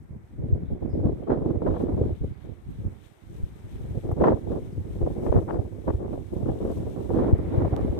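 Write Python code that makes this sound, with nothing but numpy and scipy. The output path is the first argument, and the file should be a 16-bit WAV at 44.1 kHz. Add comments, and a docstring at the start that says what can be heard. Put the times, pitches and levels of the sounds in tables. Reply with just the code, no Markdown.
"""Gusty wind buffets the two microphone ports (openings) of a hand-held camera on a hill above farmland.
Eddies, small swirls of air, rumble and flutter at each port and sound brighter as the air speeds up;
the strongest land as separate thumps and sharp slaps. The left channel's wind filter ducks the rumble
at times. Beneath lie a soft country wash, faint hiss and rustle, a few far birds and fingers ticking
on the casing. Near the end a steady mid-to-high noise from the camera's wind suppressor swells."""
import sys
import numpy as np
from scipy import signal
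from scipy.fft import rfft, irfft
from scipy.io import wavfile
from scipy.ndimage import uniform_filter1d, minimum_filter1d

SR = 44100
rng = np.random.default_rng(int(sys.argv[2]) if len(sys.argv) > 2 else 0)


def generate_wav(signal):
    """Clip the signal to [-1, 1] and save it as 16-bit WAV at the path in sys.argv[1]."""
    frames = np.transpose(np.atleast_2d(signal))
    scaled = np.clip(frames, -1, 1) * 32767
    pcm = np.round(scaled).astype(np.int16)
    wavfile.write(sys.argv[1], SR, pcm)


N = 352359
TIME = np.arange(N) / SR

# gusts that strike the ports: (start [s], rise [s], hold [s], strength [dB], extra tearing [dB])
GUSTS = [(0.084, 0.03, 0.056, -48.5, 8), (0.374, 0.029, 0.21, -37.5, -20), (0.694, 0.0078, 0.018, -34, -18),
         (0.819, 0.0043, 0.022, -30, -6), (0.932, 0.015, 0.16, -31, -19.5),
         (1.035, 0.0055, 0.055, -29, 3.5), (1.219, .006, 0.0074, -31, -2), (1.266, 0.015, 0.015, -26.5, -1),
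         (1.294, 0.006, 0.035, -21.5, 2.5), (1.449, 0.003, 0.12, -29.5, -10),
         (1.616, 0.0043, 0.079, -24.5, -8), (1.661, 0.009, 0.015, -25.5, 13), (1.747, 0.016, 0.037, -34, 8),
         (1.794, 0.0045, .11, -27, -2.5), (1.966, 0.0067, 0.11, -27.5, -7),
         (2.21, 0.0043, 0.025, -34.5, -5), (2.438, 0.0058, 0.058, -40.5, -1),
         (2.788, 0.039, 0.045, -40.5, 4.5), (3.949, 0.0071, 0.02, -31.5, -14),
         (4.028, 0.015, .033, -39.5, 6), (4.089, 0.0062, 0.0081, -33.5, -1), (4.2, 0.0081, 0.1, -19, 0),
         (4.233, 0.006, 0.021, -22, 11.5), (4.327, 0.0084, 0.016, -37, -11),
         (4.426, 0.068, 0.079, -28.5, -1), (5.004, 0.013, 0.019, -29.5, -3),
         (5.061, 0.0034, 0.007, -27.5, 5.5), (5.186, 0.04, 0.09, -27, -4.5),
         (5.263, 0.0026, 0.0061, -27, 3), (5.318, 0.0023, .003, -24, 1), (5.339, 0.0097, 0.025, -22.5, 1),
         (5.473, 0.0066, 0.019, -28.5, 12.5), (5.502, 0.03, 0.059, -28.5, 1),
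         (5.858, 0.023, 0.021, -25, 3.5), (5.982, 0.052, 0.049, -35.5, 10), (6.136, 0.0034, 0.073, -33, 8),
         (6.322, 0.003, 0.017, -30, -3), (6.451, 0.014, 0.025, -27.5, 1.5), (6.604, 0.0033, .11, -31, 0.5),
         (6.957, 0.0056, 0.0089, -33, 5), (7.069, 0.077, 0.16, -24, -1.5), (7.126, 0.023, 0.043, -24, -4.5),
         (7.507, 0.021, 0.15, -28, 1.5), (7.721, 0.0045, 0.061, -35.5, 20)]
# sudden lulls in the wind: (time [s], length [s], depth [dB])
LULLS = [(.48, 0.029, 5), (.613, 0.015, 12), (.667, 0.026, 9), (.797, 0.042, 4.5), (1.255, 0.025, 10),
         (1.595, 0.035, 8.5), (1.648, 0.022, 4), (1.788, 0.019, 6), (2.185, 0.025, 6), (2.63, 0.094, 9),
         (4.015, 0.04, 13), (4.153, 0.033, 10), (4.19, 0.02, 1.5), (4.42, 0.058, 5), (5.457, 0.052, 4.5),
         (6.255, 0.12, 15), (6.935, 0.035, 5.5), (7.69, 0.019, 5)]


def undb(db):
    """Turn decibels into a number to multiply a sound by."""
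    return 10 ** (np.asarray(db) / 20)


def curves(table):
    """Join the values of each column with straight lines over time."""
    times, *columns = np.transpose(table)
    return [np.interp(TIME, times, column) for column in columns]


def humps(table, steepness):
    """Rounded humps in dB from rows of (time [s], length [s], height [dB])."""
    return sum(db * np.exp(-np.abs(2 * (TIME - s) / length) ** steepness) for s, length, db in table)


def unit(x):
    """Scale a signal to an average power of 1."""
    return x / np.sqrt(np.mean(x ** 2))


def colour(x, points):
    """Shape a sound's tone along (frequency [Hz], level [dB]) points; the result has power 1."""
    hz, db = np.transpose(points)
    grid_hz = np.maximum(np.arange(2049) * SR / 4096, 1)
    log_gain = np.log(undb(np.interp(np.log(grid_hz), np.log(hz), db)))
    fold = np.r_[1, np.full(2047, 2), 1, np.zeros(2047)]  # makes the filter ring only after a sound
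    response = irfft(np.exp(rfft(irfft(log_gain) * fold)))
    return unit(signal.fftconvolve(x, response)[:N])


def shelf(x, split_hz, treble_db):
    """Turn the part of a sound above split_hz up or down."""
    body = signal.sosfiltfilt(signal.butter(2, split_hz, fs=SR, output="sos"), x)
    return body + (x - body) * undb(treble_db)


def wander(rate):
    """A smooth random wobble, about 1 in size, that picks a new value `rate` times a second."""
    step = max(int(SR / rate), 2)
    held = rng.standard_normal(N)[np.arange(N) // step]
    return unit(uniform_filter1d(uniform_filter1d(held, step), step))


def fading_noise(samples, fade_s):
    """Two channels of noise that fall by 60 dB in fade_s."""
    return rng.standard_normal((2, samples)) * np.exp(-np.log(1000) * TIME[:samples] / fade_s)


def pan(pan_db):
    """Left and right gains with constant total power; positive leans left."""
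    gains = undb(np.array([pan_db, -pan_db]) / 2)
    return gains / np.sqrt(np.mean(gains ** 2, axis=0))


def add(out, s, sound):
    """Mix a sound in, starting at s seconds."""
    start = max(int(s * SR), 0)
    out[:, start:start + sound.shape[-1]] += sound[..., :N - start]


def background(mid_gain_db=10, high_sides_db=(8, -5), hiss_sides_db=(9, -4), waver_db=1.5, stir_db=2.0):
    """A soft country wash, rustle and hiss; near the end the wind suppressor's steady noise swells."""
    # background levels: (time [s], hiss [dB], high noise [dB], mid noise [dB])
    # the mid and high swell from about 7.2 s is the wind suppressor's noise
    levels = [(0.0, -83.5, -94, -74.5), (0.62, -85, -83.5, -69.5), (1.15, -82, -82, -70),
              (1.5, -79.5, -77, -70), (2.01, -77, -75, -67), (2.47, -80, -76, -70),
              (2.63, -79, -79.5, -71.5), (2.9, -78, -75, -68), (3.19, -79, -81, -73),
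              (3.45, -75, -75.5, -68.5), (4.0, -72.5, -74, -67), (4.43, -74.5, -76.5, -70),
              (4.9, -72.5, -74, -69), (5.27, -71, -76, -65.5), (5.71, -75, -78.5, -71),
              (6.24, -74, -75.5, -72), (6.62, -70, -71, -68), (7.11, -71.5, -75.5, -70),
              (7.22, -72.5, -68.5, -61), (7.43, -75, -74, -60), (7.6, -74.5, -71, -58),
              (7.95, -72.5, -73.5, -64.5)]
    # flurries in the grass and twigs: (time [s], length [s], hiss change [dB], high noise change [dB])
    flurries = [(1.82, 0.057, 6, 0), (2.462, .07, 2, 2.5), (2.89, .14, 2, -5), (3.063, .05, 3, 3),
                (3.368, 0.12, 5.5, 3), (3.373, .025, 0, 3), (5.25, 0.058, 3.5, -1), (6.757, 0.11, 3, -1)]
    # the tone of each layer: (frequency [Hz], relative level [dB])
    mid_tone = [(40, -14.5), (210, -17.5), (320, 10.5), (520, 1.5), (750, 2.5), (1100, -3.5), (1600, -6),
                (2250, -6.5), (2700, -20), (4500, -35)]
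    high_tone = [(1500, -7), (2400, 1.5), (3500, 3.5), (4000, 0.5), (4600, -10.5), (7000, -21.5)]
    hiss_left_tone = [(2500, 0), (4500, -4.5), (6000, -1), (7300, -2.5), (8100, 1), (9500, -3), (10500, -6),
                      (12300, -4), (14000, -8.5), (16000, -9.5)]
    hiss_right_tone = [(2500, -3.5), (5000, -3), (7200, -1.5), (9000, 9.5), (11000, 1), (12500, 8),
                       (14000, -5), (16000, -13.5)]
    hiss_db, high_db, mid_db = curves(levels)
    sway = wander(20)
    hiss_db += sway + humps([(s, length, db) for s, length, db, _ in flurries], steepness=2)
    high_db += stir_db * sway + humps([(s, length, db) for s, length, _, db in flurries], steepness=2)
    out = np.zeros((2, N))
    for side in out:
        side += colour(rng.standard_normal(N), mid_tone) * undb(mid_db + mid_gain_db + waver_db * wander(21))
    for side, side_db in zip(out, high_sides_db):
        grains = rng.standard_normal(N) * undb(1.7 * wander(1000))
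        side += colour(grains, high_tone) * undb(high_db + side_db)
    left = colour(rng.standard_normal(N) * undb(1.4 * wander(1500)), hiss_left_tone)
    right = colour(rng.standard_normal(N), hiss_right_tone)
    return out + np.array([left, right]) * undb(hiss_sides_db)[:, None] * undb(hiss_db)


def birds(pan_db=8, echo_db=1, echo_fade_s=.45):
    """Thin gliding calls, some clear and some buzzy, with a short echo off the land."""
    # far calls: (time [s], length [s], start pitch [Hz], end pitch [Hz], level [dB], buzz [0-1])
    chirps = [(0.625, 0.083, 3520, 3460, -80, 0.07), (0.695, 0.07, 3300, 3420, -82, 0.03),
              (0.866, 0.11, 5550, 4550, -78.5, 0.06), (1.222, 0.054, 3155, 3120, -78, .012),
              (2.33, .025, 4950, 4500, -80, .04), (4.715, .025, 5400, 4530, -75, 0.1),
              (5.516, .03, 5370, 4400, -75, .05)]
    calls = np.zeros((2, N))
    for s, length, start_hz, end_hz, db, buzz in chirps:
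        n = int(length * SR)
        hz = np.linspace(start_hz, end_hz, n) * (1 + buzz * wander(700)[:n])
        add(calls, s, np.sin(2 * np.pi * np.cumsum(hz) / SR) * np.hanning(n) * undb(db) * 2)
    tail = fading_noise(SR // 2, echo_fade_s)
    tail /= np.sqrt(np.sum(tail ** 2, axis=1, keepdims=True))
    echo = signal.fftconvolve(calls, tail, axes=1)[:, :N]
    return (calls + undb(echo_db) * echo) * pan(pan_db)[:, None]


def ticks(snap=7):
    """Small dry clicks of the casing under the fingers: a snap and a short scratch."""
    # finger touches: (time [s], level [dB], ring [Hz], fade [s], left minus right [dB])
    touches = [(0.897, -57, 9000, .05, 10), (4.116, -46, 10600, 0.08, 5), (6.339, -45, 11000, 0.048, 9),
               (6.716, -48, 10000, .04, 12), (7.382, -51, 7500, 0.035, 11), (7.7645, -41, 9200, 0.0025, 7),
               (7.7645, -28, 1200, .004, -11), (7.8125, -48, 4000, .005, 3)]
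    out = np.zeros((2, N))
    for s, db, hz, fade_s, pan_db in touches:
        band = signal.butter(1, [hz / 1.6, min(hz * 1.6, SR * .45)], "band", fs=SR)
        push = fading_noise(SR // 10, fade_s)
        push[:, 0] += snap
        click = signal.lfilter(*band, push)
        add(out, s, click / np.abs(click).max() * undb(db) * pan(pan_db)[:, None])
    return out


def airflow(release_s=0.037):
    """Wind strength and extra tearing in dB: gusts rise, hold and die away on top of a steady wind."""
    # the wind between gusts: (time [s], strength [dB])
    steady_wind = [(0, -59), (0.3, -60), (0.43, -39), (1.26, -37.5), (1.43, -29), (2.07, -40),
                   (2.32, -56.5), (2.82, -49), (3.16, -66.5), (3.39, -43), (3.55, -56), (4.2, -28),
                   (4.63, -44), (5.27, -32.5), (5.71, -41), (6.28, -31), (6.51, -34), (7.99, -30.5)]
    steady_db, = curves(steady_wind)
    power, torn = undb(steady_db) ** 2, np.zeros(N)
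    for s, rise_s, hold_s, db, tear_db in GUSTS:
        age = TIME - s
        rise = np.clip(age / rise_s, 0, 1)
        fall = np.exp(-np.maximum(age - rise_s - hold_s, 0) / release_s)
        gust_power = (undb(db) * rise * fall) ** 2
        power += gust_power
        torn += gust_power * tear_db
    return 10 * np.log10(power) - humps(LULLS, steepness=2.05), torn / power


def gust_fronts(jump_db=7, settle_s=0.0043, sharp_s=0.016):
    """Level swing in dB as a gust hits: the flow slackens, jumps, then settles; more for a fast rise."""
    swing_db = np.zeros(N)
    for s, rise_s, *_ in GUSTS:
        age = TIME - s
        size_db = jump_db / 2 * min(sharp_s / rise_s, 1)
        swing_db += size_db * np.tanh(age * SR / 20) * np.exp(-np.abs(age) / settle_s)
    return swing_db


def turbulence(tone, bursts_db, span_s):
    """Bursts of pressure noise coloured by the port; swells slower than span_s are evened out."""
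    noise = colour(rng.standard_normal(N) * undb(bursts_db), tone)
    span = int(span_s * SR)
    power = uniform_filter1d(uniform_filter1d(noise ** 2, span), span)
    return noise / np.sqrt(np.maximum(power, 1e-6))


def rushing(gust_db, rush_db=-64, fast_db=-19, growth=1.5):
    """Fast air rushes smoothly past the casing, growing louder with the wind."""
    # the tone of the rush: (frequency [Hz], relative level [dB])
    rush_tone = [(1000, -15), (2000, -2), (3500, -0.5), (4700, -9), (6500, -16), (10000, -23), (15000, -30)]
    return colour(rng.standard_normal(N), rush_tone) * undb(rush_db + growth * (gust_db - fast_db))


def tearing(bursts_db, level_db, split_hz=1500, bright_db=-38):
    """Air tears at the rim of the port: the harder it blows, the brighter the rasp."""
    # the tone of the rasp: (frequency [Hz], relative level [dB])
    rim_tone = [(250, -16.5), (500, 3), (770, 3), (900, -3.5), (1010, -5), (1170, -9), (1400, -15.5),
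                (1580, -19.5), (1770, -20), (2100, -31), (3000, -45), (5000, -52), (12000, -77.5)]
    rasp = turbulence(rim_tone, bursts_db, span_s=0.037)
    return shelf(rasp, split_hz, np.minimum(level_db - bright_db, 0)) * undb(level_db)


def fluttering(tone, bursts_db, level_db, split_hz=380, bright_db=-29, dulling=0.37, dullest_db=-10):
    """Eddies flutter inside the port; slow air sounds duller."""
    flutter = turbulence(tone, bursts_db, span_s=0.039)
    treble_db = np.clip(dulling * (level_db - bright_db), dullest_db, 0)
    return shelf(flutter, split_hz, treble_db) * undb(level_db)


def slaps(damping=0.56, rattle=0.2, band_hz=(170, 1500), reach=2.5, level_db=-3.0):
    """A pressure kick and a brief rattle make the port ring; a lower ring gives a rounder slap."""
    # flaps of air: (time [s], port ring [Hz], rattle fade [s], left level [dB], right level [dB])
    flaps = [(1.002, 440, 0.03, -24, -23), (1.273, 617, 0.048, -25, -34), (1.301, 563, 0.071, -9.5, -13),
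             (1.460, 416, 0.023, -24, -22), (1.619, 504, 0.027, -17.5, -18), (1.663, 680, 0.056, -17, -21),
             (1.739, 616, 0.08, -22, -20), (1.764, 720, 0.043, -25, -35), (1.801, 400, 0.047, -15, -17),
             (1.976, 352, 0.031, -19, -21), (4.114, 694, 0.041, -23.5, -24), (4.206, 615, 0.028, -25, -20),
             (4.240, 920, 0.072, -6, -7), (4.283, 700, 0.03, -6, -5.5), (4.372, 700, 0.011, -27, -37),
             (5.264, 1110, 0.048, -21.5, -43), (5.3255, 865, 0.011, -13, -25),
             (5.365, 710, 0.013, -11, -23), (5.488, 870, 0.1, -18, -44), (5.508, 990, 0.011, -17, -38),
             (5.543, 643, 0.025, -15.5, -24), (5.879, 704, 0.052, -14, -19), (6.131, 634, 0.041, -26, -23),
             (6.333, 382, 0.039, -17, -23), (6.459, 405, 0.016, -14, -24), (7.104, 530, 0.012, -15.5, -25),
             (7.245, 585, 0.015, -16, -20), (7.553, 377, 0.026, -14, -21), (7.648, 645, 0.055, -18, -17.5),
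             (7.791, 474, .02, -13.5, -18.5)]
    out = np.zeros((2, N))
    for s, hz, fade_s, left_db, right_db in flaps:
        kick = rattle * fading_noise(SR // 10, fade_s)
        kick[:, 0] += rng.choice([-1, 1], 2)
        omega = 2 * np.pi * hz
        port = signal.bilinear([omega ** 2], [1, damping * omega, omega ** 2], SR)
        ring = signal.lfilter(*port, kick)
        ring = signal.lfilter(*signal.butter(1, band_hz, "band", fs=SR), ring)
        ring = signal.lfilter(*signal.butter(2, min(reach * hz, SR * .45), fs=SR), ring)
        add(out, s, ring / np.abs(ring).max(axis=1, keepdims=True) * undb([[left_db], [right_db]]))
    return out * undb(level_db)


def thumps(width_cycles=0.39, level_db=-4.0, crossing_s=0.001):
    """A strong eddy swings the pressure for a cycle or two and reaches each port at its own moment."""
    # single strong eddies: (time [s], pitch [Hz], left level [dB], right level [dB])
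    eddies = [(0.112, 109, -28, -25), (0.165, 193, -38, -24.5), (0.442, 130, -14, -15),
              (0.532, 76.3, -3, -6), (0.634, 170, -18.5, -19), (0.689, 81, -17.5, -23),
              (0.852, 248, -17, -10.5), (0.979, 286, -11, -10.5), (1.055, 287, -24, -28),
              (1.056, 145, -6, -8), (1.32, 430, -6, -8.5), (1.462, 346, -7, -10), (1.576, 92, -28, -9.5),
              (1.839, 312, -9, -4.5), (2.015, 368, -3.5, -10), (2.018, 100, -8, -7),
              (2.129, 79, -18, -12.5), (2.219, 99, -16, -17.5), (2.865, 83, -36, -12),
              (3.439, 78, -13, -12), (3.975, 106, -34, -10.5), (4.129, 95, -10.5, -14),
              (4.214, 430, -7, -2), (4.237, 500, -5, -13), (4.26, 433, -15, 3), (4.322, 477, -17, -5),
              (4.345, 85, -40, -7), (5.04, 57.5, -15, -11), (5.074, 410, -10, -6.5),
              (5.306, 61.6, -33.5, -5), (5.327, 444, -3.5, -18), (5.358, 310, 1, -9), (5.361, 106, -9, -4),
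              (5.596, 81, -34, -9), (5.908, 91, -29, -8.5), (5.952, 75, -12.5, -11),
              (6.491, 400, -8.5, -12), (6.652, 302, -10, -10), (6.805, 122, -17, -12.5),
              (6.999, 110, -31, -16.5), (7.207, 355, -22, -14), (7.329, 245, -6.5, -10.5),
              (7.336, 82, 0, 1), (7.391, 100, -18, -15), (7.583, 98.3, -5, -10), (7.666, 102, -10.5, -23),
              (7.732, 88, -10, -8.5), (7.85, 222, -9, -8), (7.906, 70, -7.5, -15.5)]
    out = np.zeros((2, N))
    t = np.arange(-SR // 20, SR // 20) / SR
    for s, hz, left_db, right_db in eddies:
        cycles = hz * (t - crossing_s * rng.standard_normal((2, 1)))
        swell = np.exp(-.5 * (cycles / width_cycles) ** 2)
        swing = swell * np.cos(2 * np.pi * (cycles + rng.random((2, 1))))
        add(out, s + t[0], swing * undb([[left_db], [right_db]]))
    return out * undb(level_db)


def wind(rumble_left_db=-28.0, rumble_right_db=-29.0, flutter_db=-0.59, rasp_db=-46.0,
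         calm_db=-60.5, moderate_db=-31, crowded_db=-24.0, rumble_growth=0.46, rasp_growth=1.48):
    """Large eddies rumble, smaller ones flutter in the port, and fast air tears at its rim."""
    # which port the flutter favours: (time [s], left minus right [dB])
    lean = [(0, -4), (2.5, -1), (2.85, 8), (3.4, 1), (4.95, 0.5), (5.25, 3), (5.55, 4), (5.85, 2.5),
            (7.2, -1.5), (7.99, -3)]
    # the left channel's wind filter briefly ducks the low rumble: (time [s], length [s], depth [dB])
    bass_ducks = [(0.814, 0.11, 12), (1.296, 0.15, 42), (1.482, 0.081, 29), (1.66, 0.14, 19),
                  (1.823, 0.12, 33), (2.38, 0.084, 32), (2.537, 0.11, 32), (3.094, 0.27, 53),
                  (4.365, 0.35, 48), (5.2, 0.1, 35), (5.508, 0.13, 43), (5.804, 0.25, 38), (6.24, 0.46, 22),
                  (7.05, 0.29, 20)]
    # the tone of the eddies: (frequency [Hz], relative level [dB])
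    rumble_tone = [(18, -17), (30, -26.5), (48, -1.5), (68, -2), (95, -1), (140, -7), (220, -13.5),
                   (400, -26), (900, -75)]
    left_tone = [(60, -31), (150, -8), (240, -12), (330, 1.5), (500, -4.5), (680, -15), (1000, -32),
                 (1600, -70), (3000, -81.5)]
    right_tone = [(60, -34.5), (150, -1), (240, 5.5), (330, 3.5), (500, -2.5), (680, -14), (1000, -29.5),
                  (1600, -59), (3000, -91)]
    gust_db, torn_db = airflow()
    # in the fastest air the eddies crowd into one continuous rasp
    sparseness = 1 / np.sqrt(1 + undb(gust_db - crowded_db) ** 2)
    gust_db += 1.3 * sparseness * wander(45)
    force_db = gust_db - moderate_db
    lean_db, = curves(lean)
    shared_db = 2.0 * wander(60)
    jumps = undb(gust_fronts())
    rolling_db = rumble_growth * force_db + 2.5 * wander(22)
    rolling_db -= 20 * np.log10(1 + undb(calm_db - gust_db) ** 2)  # large eddies stop forming in calm air
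    rolling_db -= 0.4 * humps(LULLS, steepness=0.92)  # and they stall in a lull
    sides_db = (rumble_left_db - humps(bass_ducks, steepness=2.44), rumble_right_db)
    ports = []
    for tone, side_db, gain in zip((left_tone, right_tone), sides_db, pan(lean_db)):
        # eddies within eddies: big ones shared by both ports, each port's smaller ones, then tiny grains
        bursts_db = sparseness * (shared_db + 4.0 * wander(120) + 3.0 * wander(700))
        rumble = turbulence(rumble_tone, 1.06 * bursts_db, span_s=0.08) * undb(side_db + rolling_db)
        flutter = fluttering(tone, bursts_db, gust_db + flutter_db)
        rasp = tearing(1.53 * bursts_db, rasp_db + rasp_growth * force_db + torn_db)
        ports.append(rumble + gain * (jumps * (flutter + rasp) + rushing(gust_db)))
    return np.array(ports)


def scene():
    """Wind on the ports over the quiet land."""
    return wind() + thumps() + slaps() + background() + birds() + ticks()


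def record(dry):
    """The camera's limiter turns down the biggest swings; a steep filter cuts the highest treble."""
    ceiling, span, top_hz = .56, 220, 15500  # span is in samples
    gain = minimum_filter1d(ceiling / np.maximum(np.abs(dry), ceiling), 2 * span, axis=1)
    gain = uniform_filter1d(uniform_filter1d(gain, span, axis=1), span, axis=1)
    return signal.sosfilt(signal.ellip(10, .2, 70, top_hz, fs=SR, output="sos"), dry * gain)


dry = scene()
out = record(dry)
generate_wav(out)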